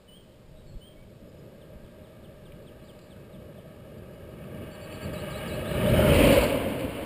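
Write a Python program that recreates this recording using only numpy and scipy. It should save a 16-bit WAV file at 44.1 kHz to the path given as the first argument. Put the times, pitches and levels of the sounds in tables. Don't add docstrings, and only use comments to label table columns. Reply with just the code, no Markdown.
import sys
import numpy as np
from scipy import signal
from scipy.fft import rfft, irfft
from scipy.io import wavfile
from scipy.ndimage import uniform_filter1d, map_coordinates

SR = 44100
rng = np.random.default_rng(int(sys.argv[2]) if len(sys.argv) > 2 else 0)


def dump_mix(stems):
    frames = np.atleast_2d(stems).T
    limited = np.clip(frames, -1, 1)
    pcm = np.round(limited * 32767).astype(np.int16)
    wavfile.write(sys.argv[1], SR, pcm)


N = 310905
TIME, BINS = np.arange(N) / SR, np.maximum(np.fft.rfftfreq(N, 1 / SR), 1)
PASS_S, MISS_M, SPEED_M_S = 6.23, 3.2, 20.0
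VIEW_DEG = [15, 42, 66, 148]

# t/s, rumble and drumming level/dB, hiss level/dB
ROLLING_LEVELS = [(0.0, 1.3, -1), (1.2, 5.5, 0.5), (1.48, 7, 5.5), (2.7, 3.5, 5.5), (4.25, -0.1, 0.5),
                  (5.45, -1, 1.5), (5.64, -1, -3), (5.8, 1, 0.8), (6.37, -1, -0.5), (6.425, 0.5, 1.5),
                  (6.49, -1.7, -2), (6.65, -0.3, -2.5), (7.05, 0, 2)]
# t/s, length/s, added level/dB
COARSE_ASPHALT = [(4.57, 0.25, 5), (5.09, 0.14, 3), (5.55, 0.16, 4), (5.88, 0.13, 2), (6.19, 0.1, 0.5)]
# f/Hz, relative level/dB
RUMBLE_COMING = [(25, -26), (42, -16), (58, -1.5), (100, -0.5), (170, 0.1), (220, -2.5), (265, -9.5),
                 (350, -6), (470, -8.5), (600, -7.5), (800, -47), (1500, -47.5)]
RUMBLE_GOING = [(25, -28), (42, -34), (58, 0), (110, 0.5), (160, -3), (205, -1.5), (295, 4), (350, -6),
                (440, -6.5), (600, -2), (800, -25), (1500, -44.5)]
# f/Hz, width/Hz, relative level/dB
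SHELL_MODES = [(579.3, 42.4, -0.5), (521.5, 79, -5), (396, 110, -16), (640, 120, -21)]
NOSE_BANDS = [(811, 116, 2.5), (938, 82, -0.5), (1145, 120, 1.3), (1247, 163, 3.5), (1617, 133, 4.5),
              (1780, 270, -0.5), (2265, 264, 1), (2573, 110, 4), (2898, 270, 1.5), (3320, 380, -6),
              (3800, 220, -11), (4730, 1400, -18)]
# f/Hz, relative level/dB
QUARTER_SPECTRUM = [(400, -10), (750, -3), (950, 3), (1130, -5), (1350, 2.5), (1680, -1), (2020, -6),
                    (2250, 0.5), (2700, -4.5), (3020, 5), (3450, -13), (4200, -17), (5000, -17.5),
                    (5900, -21)]
FLANK_SPECTRUM = [(400, -27), (700, -5), (870, 6), (1200, 2.5), (1500, -2.5), (1950, 1), (2120, 6),
                  (2700, 7), (3220, 3), (3500, -7), (4400, -7.5), (5200, -14), (5900, -11)]
TAIL_SPECTRUM = [(400, 3.5), (690, 10.5), (770, -0.5), (920, 6.5), (1400, -2.5), (1600, 1), (1880, -4),
                 (2200, 2.5), (2420, 0.5), (2950, 2), (3600, -10), (4400, -17), (5000, -18), (5900, -27)]
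SIZZLE_SPECTRUM = [(2500, -25), (3600, 0), (4400, 7), (5200, -5), (5900, -10)]
# f/Hz, relative level/dB
FIELD_SPECTRUM = [(30, 20), (200, 8.5), (600, 7), (800, 4), (1400, -1.5), (2400, -3), (3300, -2),
                  (4500, -5), (5300, -4.5), (5900, -4.5)]
BREEZE_SPECTRUM = [(10, -9), (25, 2.5), (55, -3), (90, -10.5), (160, -11), (400, -42), (900, -70)]
WAKE_SPECTRUM = [(20, -26), (38, -14), (50, 3), (66, 0), (85, -5), (130, -19), (300, -44), (900, -75)]
NOTE_SHAPES = {"swoop": (.3, [1.02, 1, .99, 1.01, 1.05, 1.09, 1.09]),
               "rise": (.4, [.94, .975, 1.01, 1.045, 1.06, 1.055]), "level": (.6, [.97, 1, 1.015, 1.01]),
               "sag": (.6, [1.025, 1.01, .99, .965]), "slur": (.85, [1.38, 1.18, 1.02, .9, .8]),
               "hook": (.5, [.95, .975, 1, 1.025, 1, .9, .79]),
               "dip": (.2, [1.34, 1.16, 1.02, 1, 1.04, 1.13, 1.21]),
               "flick": (.4, [.9, .92, .99, 1.09, 1.17])}
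# t/s, length/s, f/Hz, level/dB, echo re note/dB, shape
BIRD_CALLS = [(0.071, 0.12, 2977, -54.5, -3.5, "swoop"), (0.545, 0.074, 3770, -67, -3, "level"),
              (0.659, 0.06, 4340, -62, -1, "sag"), (0.8, 0.098, 3055, -54.5, -4.5, "rise"),
              (0.944, 0.11, 2245, -63.5, -11, "level"), (5.718, 0.041, 3980, -52, 2, "sag")]
# t/s, count, period/s, length/s, f/Hz, first level/dB, step/dB, echo re note/dB, shape
BIRD_PHRASES = [(1.277, 2, 0.099, 0.028, 5050, -66, 1, -2, "sag"),
                (2.823, 2, 0.168, 0.036, 4420, -72, 1, 11.5, "flick"),
                (3.968, 3, 0.16, 0.029, 4700, -69, -1, -8, "sag"),
                (4.704, 4, 0.101, 0.061, 4520, -56, 1.9, -4, "hook"),
                (5.127, 3, 0.172, 0.096, 3844, -51.5, 1.5, -4, "dip"),
                (5.641, 2, 0.21, 0.062, 3770, -49, 2, 3, "flick")]
# t/s, f/Hz, level/dB
BIRD_CHIRPS = [(1.603, 3200, -59), (1.83, 3300, -64), (2.03, 3400, -63), (2.229, 3130, -58),
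               (2.442, 3140, -57.5), (2.655, 3180, -57), (2.87, 3200, -55.5), (3.092, 3280, -57),
               (3.315, 3400, -60), (3.553, 3200, -63)]
# t/s, length/s, level/dB
BREEZE_PUFFS = [(0.528, 0.14, -46.5), (0.703, 0.11, -45.5), (.76, 0.041, -37), (1.01, 0.12, -48.5),
                (1.24, 0.048, -49), (1.767, 0.083, -50), (1.84, 0.031, -46), (2.47, 0.28, -50.5)]
LEADING_EDDIES = [(5.772, 0.045, -32), (5.848, 0.04, -24.5), (5.92, 0.042, -25.5)]
# t/s, peak level/dB, f/Hz
DRY_TICKS = [(2.52, -45.5, 2830), (2.625, -57, 4600), (2.990, -49, 4330), (3.163, -52, 1500),
             (4.439, -47, 2720), (4.452, -55, 4600), (4.567, -53, 3400), (4.924, -37, 2800)]
# t/s, peak level/dB
ROAD_BUMPS = [(3.583, -38.5), (3.652, -40.5), (3.684, -45), (5.934, -21.5), (5.990, -16.5), (6.325, -18),
              (6.372, -11.5), (6.522, -24.5), (6.541, -20), (6.81, -37)]


def from_db(db):
    return 10 ** (np.asarray(db) / 20)


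def unit_rms(x):
    return x / np.sqrt(np.mean(x ** 2) + 1e-20)


def coloured(x, spectrum):
    hz, db = np.transpose(spectrum)
    curve_db = np.interp(np.log(BINS), np.log(hz), db)
    return unit_rms(irfft(rfft(x) * from_db(curve_db), N))


def resonant(x, modes):
    power = sum(from_db(db) ** 2 / (1 + ((BINS - hz) / (width / 2)) ** 2) ** 2 for hz, width, db in modes)
    return unit_rms(irfft(rfft(x) * np.sqrt(power), N))


def swell(s, length):
    return np.exp(-(2 * (TIME - s) / length) ** 2)


def add(out, s, sound):
    at = max(round(s * SR), 0)
    out[at:at + len(sound)] += sound[:N - at]


def distance(lag_s=0):
    return np.hypot(MISS_M, SPEED_M_S * (TIME - PASS_S - lag_s))


def pass_gain(base_db, db_per_doubling, lag_s):
    return from_db(base_db - db_per_doubling * np.log2(distance(lag_s) / MISS_M))


def views(bearing_deg):
    return [np.sqrt(np.interp(bearing_deg, VIEW_DEG, view)) for view in np.eye(len(VIEW_DEG))]


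def grit(lumpy_db, patch_hz):
    patches = unit_rms(irfft(rfft(rng.standard_normal(N)) / (1 + (BINS / patch_hz) ** 2), N))
    return rng.standard_normal(N) * from_db(lumpy_db * patches)


def road_rumble(bearing_deg):
    nose, quarter, flank, tail = views(bearing_deg)
    coming = np.hypot(nose, quarter) * coloured(grit(lumpy_db=1.24, patch_hz=2.6), RUMBLE_COMING)
    going = np.hypot(flank, tail) * coloured(grit(lumpy_db=1.24, patch_hz=7.9), RUMBLE_GOING)
    return pass_gain(base_db=-18.5, db_per_doubling=7.445, lag_s=-0.028) * (coming + going)


def shell_drumming(doppler):
    drumming = resonant(grit(lumpy_db=0.16, patch_hz=56), SHELL_MODES)
    shifted = map_coordinates(drumming, [np.cumsum(doppler) % (N - 1)], order=1)
    return pass_gain(base_db=-21.5, db_per_doubling=8.6, lag_s=0.0087) * shifted


def tyre_hiss(bearing_deg, beam_deg=133, spread_deg=36):
    nose, *sides = views(bearing_deg)
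    hiss = nose * resonant(grit(lumpy_db=0.82, patch_hz=68), NOSE_BANDS)
    for share, spectrum in zip(sides, (QUARTER_SPECTRUM, FLANK_SPECTRUM, TAIL_SPECTRUM)):
        hiss += share * coloured(grit(lumpy_db=0.82, patch_hz=29), spectrum)
    beam = np.exp(-((bearing_deg - beam_deg) / spread_deg) ** 2)
    hiss += from_db(-14) * beam * coloured(grit(lumpy_db=3.0, patch_hz=44), SIZZLE_SPECTRUM)
    return pass_gain(base_db=-24.5, db_per_doubling=7.25, lag_s=0.053) * over_ground(hiss)


def over_ground(hiss, midpoint_m=34.8, blend_m=6.5, loss_db=7.5, treble_hz=1680, treble_loss_db=6.5):
    grazing = 1 / (1 + np.exp((midpoint_m - distance()) / blend_m))
    low = signal.sosfiltfilt(signal.butter(2, treble_hz, fs=SR, output="sos"), hiss)
    treble = (hiss - low) * from_db(-treble_loss_db * grazing)
    return from_db(-loss_db * grazing) * (low + treble)


def velomobile():
    bearing = np.arctan2(MISS_M, SPEED_M_S * (PASS_S - TIME))
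    doppler = 1 / (1 - np.cos(bearing) * SPEED_M_S / 343)
    times, *levels = np.transpose(ROLLING_LEVELS)
    body_db, hiss_db = [np.interp(TIME, times, level) for level in levels]
    coarse_db = sum(db * swell(s, length) for s, length, db in COARSE_ASPHALT)
    rumble = from_db(body_db + coarse_db) * road_rumble(np.degrees(bearing))
    drumming = from_db(body_db + 0.88 * coarse_db) * shell_drumming(doppler)
    hiss = from_db(hiss_db) * tyre_hiss(np.degrees(bearing))
    return rumble + drumming + hiss + shell_knocks(doppler)


def field_hush(level_db=-57.5):
    return from_db(level_db) * coloured(rng.standard_normal(N), FIELD_SPECTRUM)


def bird_notes(chirp_s=0.039, growth_s=0.0028, chirp_echo_db=-65):
    notes = list(BIRD_CALLS)
    for s, count, period, length, hz, db, step_db, echo_db, shape in BIRD_PHRASES:
        for k in range(round(count)):
            notes.append((s + k * period, length, hz, db + k * step_db, echo_db, shape))
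    for k, (s, hz, db) in enumerate(BIRD_CHIRPS):
        notes.append((s, chirp_s + k * growth_s, hz, db, chirp_echo_db - db, "slur"))
    return notes


def birds(waver=0.0087, echo_t60_s=0.63):
    direct, scattered = np.zeros((2, N))
    for s, length, hz, db, echo_db, shape in bird_notes():
        size = int(length * SR)
        fading, ratios = NOTE_SHAPES[shape]
        glide = np.interp(np.linspace(0, 1, size), np.linspace(0, 1, len(ratios)), ratios)
        tremor = unit_rms(uniform_filter1d(rng.standard_normal(SR // 4), size=150))[:size]
        pitch = hz * glide * (1 + waver * tremor)
        note = from_db(db) * signal.windows.tukey(size, fading) * np.sin(2 * np.pi * np.cumsum(pitch) / SR)
        add(direct, s, note)
        add(scattered, s, from_db(echo_db) * note)
    trees = rng.standard_normal(SR) * np.exp(-np.log(1000) * TIME[:SR] / echo_t60_s)
    return direct + signal.fftconvolve(scattered, trees / np.linalg.norm(trees))[:N]


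def breeze():
    puffs = sum(from_db(db) * swell(s, length) for s, length, db in BREEZE_PUFFS)
    return puffs * coloured(rng.standard_normal(N), BREEZE_SPECTRUM)


def ticks(decay_s=0.0044):
    out, t = np.zeros(N), TIME[:SR // 25]
    for s, db, hz in DRY_TICKS:
        band = signal.butter(2, [hz * 0.84, hz * 1.14], "band", fs=SR, output="sos")
        burst = signal.sosfilt(band, rng.standard_normal(len(t)) * np.exp(-t / decay_s))
        add(out, s, from_db(db) * burst / np.abs(burst).max())
    return out


def shell_knocks(doppler, rise_s=0.01, decay_s=0.0056):
    out, t = np.zeros(N), TIME[:SR // 10]
    envelope = (1 - np.exp(-t / rise_s)) * np.exp(-t / decay_s)
    envelope /= envelope.max()
    for s, db in ROAD_BUMPS:
        ring_hz = SHELL_MODES[0][0] * np.interp(s, TIME, doppler)
        add(out, s, from_db(db) * envelope * np.sin(2 * np.pi * ring_hz * t))
    return out


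def wake(peak_s=6.15, peak_db=-20.5, rise_db_per_s=192, fall_db_per_s=62):
    below_peak_db = np.maximum(rise_db_per_s * (peak_s - TIME), fall_db_per_s * (TIME - peak_s))
    gust = from_db(peak_db - below_peak_db)
    eddies = sum(from_db(db) * swell(s, length) for s, length, db in LEADING_EDDIES)
    return (gust + eddies) * coloured(rng.standard_normal(N), WAKE_SPECTRUM)


def scene():
    return (velomobile() + birds() + ticks() + field_hush() + breeze() + wake())[None]


def record(dry, guard_hz=5300, hold_hz=12000, clock_hz=48000, cutoff_hz=15300):
    guarded = signal.sosfilt(signal.butter(8, guard_hz, fs=SR, output="sos"), dry)
    slow = signal.resample_poly(guarded, hold_hz, SR, axis=-1)
    held = np.repeat(slow, clock_hz // hold_hz, axis=-1)
    mirrored = signal.resample_poly(held, SR, clock_hz, axis=-1)[:, :N]
    top_cut = signal.firwin(801, cutoff_hz, fs=SR, window="blackman")
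    return signal.fftconvolve(mirrored, top_cut[None], "same")


dry = scene()
out = record(dry)
dump_mix(out)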